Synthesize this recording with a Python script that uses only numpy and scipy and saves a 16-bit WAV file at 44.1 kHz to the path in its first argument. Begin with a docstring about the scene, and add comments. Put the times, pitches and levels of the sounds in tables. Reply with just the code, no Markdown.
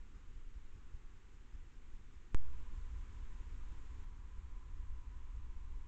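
"""A trail camera in the woods

Microphone hiss lies over a low rumble of air while the camera's electronics throb and chirr five times
a second. Two scenes play, overlapping for a moment. The first has a soft sighing and one low bump.
The second switches on with a jump in voltage, heard as a click, and adds the roar of a far road.
The camera's filters make it all sound hollow and dull."""
import sys
import numpy as np
from scipy import signal
from scipy.fft import rfft, irfft
from scipy.io import wavfile
from scipy.ndimage import uniform_filter1d

SR = 44100
rng = np.random.default_rng(int(sys.argv[2]) if len(sys.argv) > 2 else 0)


def output_pcm(signal):
    """Save a mono or channel-first signal as 16-bit PCM at the path in sys.argv[1].

    Samples are clipped to [-1, 1] before scaling.
    """
    pcm = np.clip(np.atleast_2d(signal).T, -1, 1) * 32767
    wavfile.write(sys.argv[1], SR, np.round(pcm).astype(np.int16))


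N = 258867
SECOND_START_S, FIRST_END_S = 2.3463, 4.0463

# Air rumbling among the trees. Each row: frequency in Hz, starting level in dB per Hz.
AIR_SPECTRUM = [(4, -71), (16, -62), (30, -67.5), (55, -78.5), (80, -81.5), (110, -86), (160, -76),
                (220, -96.5), (500, -120)]
# The microphone's hiss. Each row: frequency in Hz, starting level in dB per Hz.
HISS_SPECTRUM = [(20, -88), (200, -88), (300, -93), (450, -97), (630, -96), (800, -100), (1300, -103.2),
                 (2000, -105.3), (4000, -108.3), (6000, -110.1), (7000, -111.5), (7700, -113.6),
                 (8300, -120.6), (8900, -130), (11000, -122), (15700, -113.7)]
# A soft, far-off sigh. Each row: frequency in Hz, starting level in dB per Hz.
SIGH_SPECTRUM = [(850, -118), (1150, -103.5), (1300, -105), (1650, -118)]
# The sigh's swells. Each row: peak time in seconds, boost in dB, seconds to fade by 20 dB.
SIGH_SWELLS = [(.15, 2.5, 0.4), (.85, 1.5, 0.7)]
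# The rumble of far engines. Each row: frequency in Hz, starting level in dB per Hz.
ENGINE_SPECTRUM = [(4, -67), (18, -60.5), (32, -68), (55, -68), (70, -73), (88, -74.7), (110, -81),
                   (160, -95), (300, -120)]
# The engines grow louder and softer. Each row: time in seconds, boost or cut in dB.
ENGINE_SWELLS = [(2.4, -1.5), (2.7, 2.5), (3.2, 0.5), (3.9, -3), (4.4, 0.5), (4.55, -3), (4.8, 4),
                 (5.2, 0.5), (5.45, 1.5), (5.8, -1.5)]
# The rush of far tyres. Each row: frequency in Hz, starting level in dB per Hz.
TYRE_SPECTRUM = [(600, -120), (800, -104), (935, -98), (1008, -90.4), (1080, -99.5), (1350, -107.5),
                 (2000, -122)]
# Where the electronics ring. Each row: frequency in Hz, width in Hz, starting level in dB per Hz.
WHINE_PEAKS = [(3700, 400, -115), (4470, 200, -109), (5110, 165, -100), (5720, 150, -110),
               (6850, 200, -111)]
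# The fine sizzle of a burst of current. Each row: frequency in Hz, starting level in dB per Hz.
SIZZLE_SPECTRUM = [(5500, -128), (6400, -118), (7600, -117.5), (8400, -126)]
# The low thud of a burst of current. Each row: frequency in Hz, starting level in dB per Hz.
THUD_SPECTRUM = [(10, -71.5), (28, -60.5), (55, -73), (85, -74), (120, -85), (160, -76.5), (220, -90.5),
                 (350, -97.5), (700, -110)]
# The first scene's thuds are uneven. Each row: time in seconds, boost or cut in dB.
THUD_ACCENTS = [(.16, 0), (.36, -2.5), (.56, 3.5), (.76, 2.5), (1.15, -3), (1.35, -3), (1.55, 3),
                (1.75, -3), (1.95, 0.5), (2.14, 3.5)]
# Bands that the camera turns down. Each row: centre in Hz, width in Hz, depth in dB.
CAMERA_NOTCHES = [(157.9, 184, -23), (633, 680, -22), (5000, 6000, -9.8), (10000, 3000, -3),
                  (14500, 5000, -4)]


def undb(db):
    """Turn decibels into a number to multiply by."""
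    return 10 ** (np.asarray(db) / 20)


def shaped_noise(gains):
    """Noise with its own strength at each frequency."""
    return irfft(rfft(rng.standard_normal(N)) * gains, N) * np.sqrt(SR / 2)


def coloured_noise(spectrum):
    """Noise that follows a spectrum table and has nothing above its last frequency."""
    hz, db = np.transpose(spectrum)
    freqs = np.fft.rfftfreq(N, 1 / SR)
    levels_db = np.interp(np.log(freqs + 1), np.log(hz), db, right=-np.inf)
    return shaped_noise(undb(levels_db))


def waver(rate_hz, depth_db):
    """A multiplier that wanders around 1: random steps, smoothed twice."""
    hold = int(SR / rate_hz)
    steps = rng.standard_normal(N)[np.arange(N) // hold]
    smooth = uniform_filter1d(uniform_filter1d(steps, hold), hold)
    return undb(depth_db * smooth / smooth.std())


def fading_step(since, settle_s):
    """A sudden jump from 0 to 1 that sinks back again."""
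    return (since >= 0) * np.exp(-np.maximum(since, 0) / settle_s)


def air():
    """A low rumble that wavers as the air moves."""
    return coloured_noise(AIR_SPECTRUM) * waver(rate_hz=16, depth_db=0.93)


def hiss():
    """The microphone and its amplifier make a steady hiss."""
    return coloured_noise(HISS_SPECTRUM)


def sigh(t, rise_s=.15):
    """A far-off rushing swells twice, rising quickly and dying away more slowly."""
    level = 0
    for peak_s, db, fade_s in SIGH_SWELLS:
        rise = np.clip(1 + (t - peak_s) / rise_s, 0, 1)
        level += rise * undb(db - 20 * np.maximum(t - peak_s, 0) / fade_s)
    return coloured_noise(SIGH_SPECTRUM) * level


def far_road(t):
    """The wood lets through only the engines' bass, one engine's firing note and the rush of tyres."""
    pitch_hz = 59 * waver(rate_hz=6, depth_db=0.37)
    note = np.sqrt(2) * np.sin(2 * np.pi * np.cumsum(pitch_hz) / SR)
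    drone = undb(-57) * waver(rate_hz=5, depth_db=2) * note
    swell = undb(np.interp(t, *np.transpose(ENGINE_SWELLS)))
    engines = (coloured_noise(ENGINE_SPECTRUM) + drone) * swell
    tyres = coloured_noise(TYRE_SPECTRUM) * waver(rate_hz=8, depth_db=0.5)
    return engines + tyres


def end_tick(t):
    """The first scene stops with a tiny step, heard as a faint, bright tick."""
    return -undb(-58.5) * fading_step(t - FIRST_END_S, settle_s=.01)


def bump(t, at_s=.9435, width_s=.0023):
    """One short, smooth pulse, heard as a soft low bump."""
    return undb(-36.5) * np.exp(-((t - at_s) / width_s) ** 2 / 2)


def current_bursts(since_burst, period_s=.198, rise_s=.015, fall_s=.026):
    """The electronics draw current in regular bursts that rise quickly and fall a little slower."""
    from_peak = (since_burst + period_s / 2) % period_s - period_s / 2
    width_s = np.where(from_peak < 0, rise_s, fall_s)
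    return np.exp(-(from_peak / width_s) ** 2 / 2)


def electronics(since_burst, chirr_gain_db, thud_gain_db):
    """Each burst of current whines, sizzles and leaks into the microphone's power as a low thud."""
    freqs = np.fft.rfftfreq(N, 1 / SR)
    peaks = sum(undb(db) / (1 + (2 * (freqs - hz) / width) ** 2) for hz, width, db in WHINE_PEAKS)
    chirr = shaped_noise(peaks) + coloured_noise(SIZZLE_SPECTRUM)
    chirr *= waver(rate_hz=150, depth_db=1.5)  # a rough flutter
    thud = coloured_noise(THUD_SPECTRUM)
    return current_bursts(since_burst) * (undb(chirr_gain_db) * chirr + undb(thud_gain_db) * thud)


def switch_on_click(t):
    """The microphone's voltage jumps at once, then leaks away through a capacitor."""
    return undb(-21.2) * fading_step(t - SECOND_START_S, settle_s=.12)


def scene():
    """The first scene runs on under the second, so for a while there are two layers of hiss."""
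    t = np.arange(N) / SR
    first_burst_s, second_burst_s = .160, 2.392
    accents_db = np.interp(t, *np.transpose(THUD_ACCENTS))
    first = hiss() + air()
    first += electronics(t - first_burst_s, chirr_gain_db=-0.5, thud_gain_db=accents_db)
    first += sigh(t) + bump(t)
    second = hiss() + air()
    second += electronics(t - second_burst_s, chirr_gain_db=-3.5, thud_gain_db=-0.5)
    second += far_road(t)
    first_on = np.clip((FIRST_END_S - t) / .004, 0, 1)
    second_on = t >= SECOND_START_S
    return (first * first_on + second * second_on + switch_on_click(t))[None]


def record(dry):
    """The camera's filters hollow out the hiss and make the click ring briefly."""
    dull_hz, cutoff_hz, cutoff_width_hz, top_hz = 2700, 7450, 2700, 16000
    s = 1j * np.fft.rfftfreq(2 * N, 1 / SR)  # frequency, in the form that filter formulas use
    treble_slope = dull_hz / (s + dull_hz)
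    ringing_low_pass = cutoff_hz ** 2 / (s ** 2 + s * cutoff_width_hz + cutoff_hz ** 2)
    response = treble_slope * ringing_low_pass
    for hz, width, db in CAMERA_NOTCHES:
        response *= (s ** 2 + s * width * undb(db) + hz ** 2) / (s ** 2 + s * width + hz ** 2)
    filtered = irfft(rfft(dry, 2 * N) * response)[:, :N]
    tick = end_tick(np.arange(N) / SR)  # skips the filters above, so it stays bright
    steep_top_cut = signal.ellip(8, .2, 70, top_hz, fs=SR, output="sos")
    return signal.sosfilt(steep_top_cut, filtered + tick)


dry = scene()
out = record(dry)
output_pcm(out)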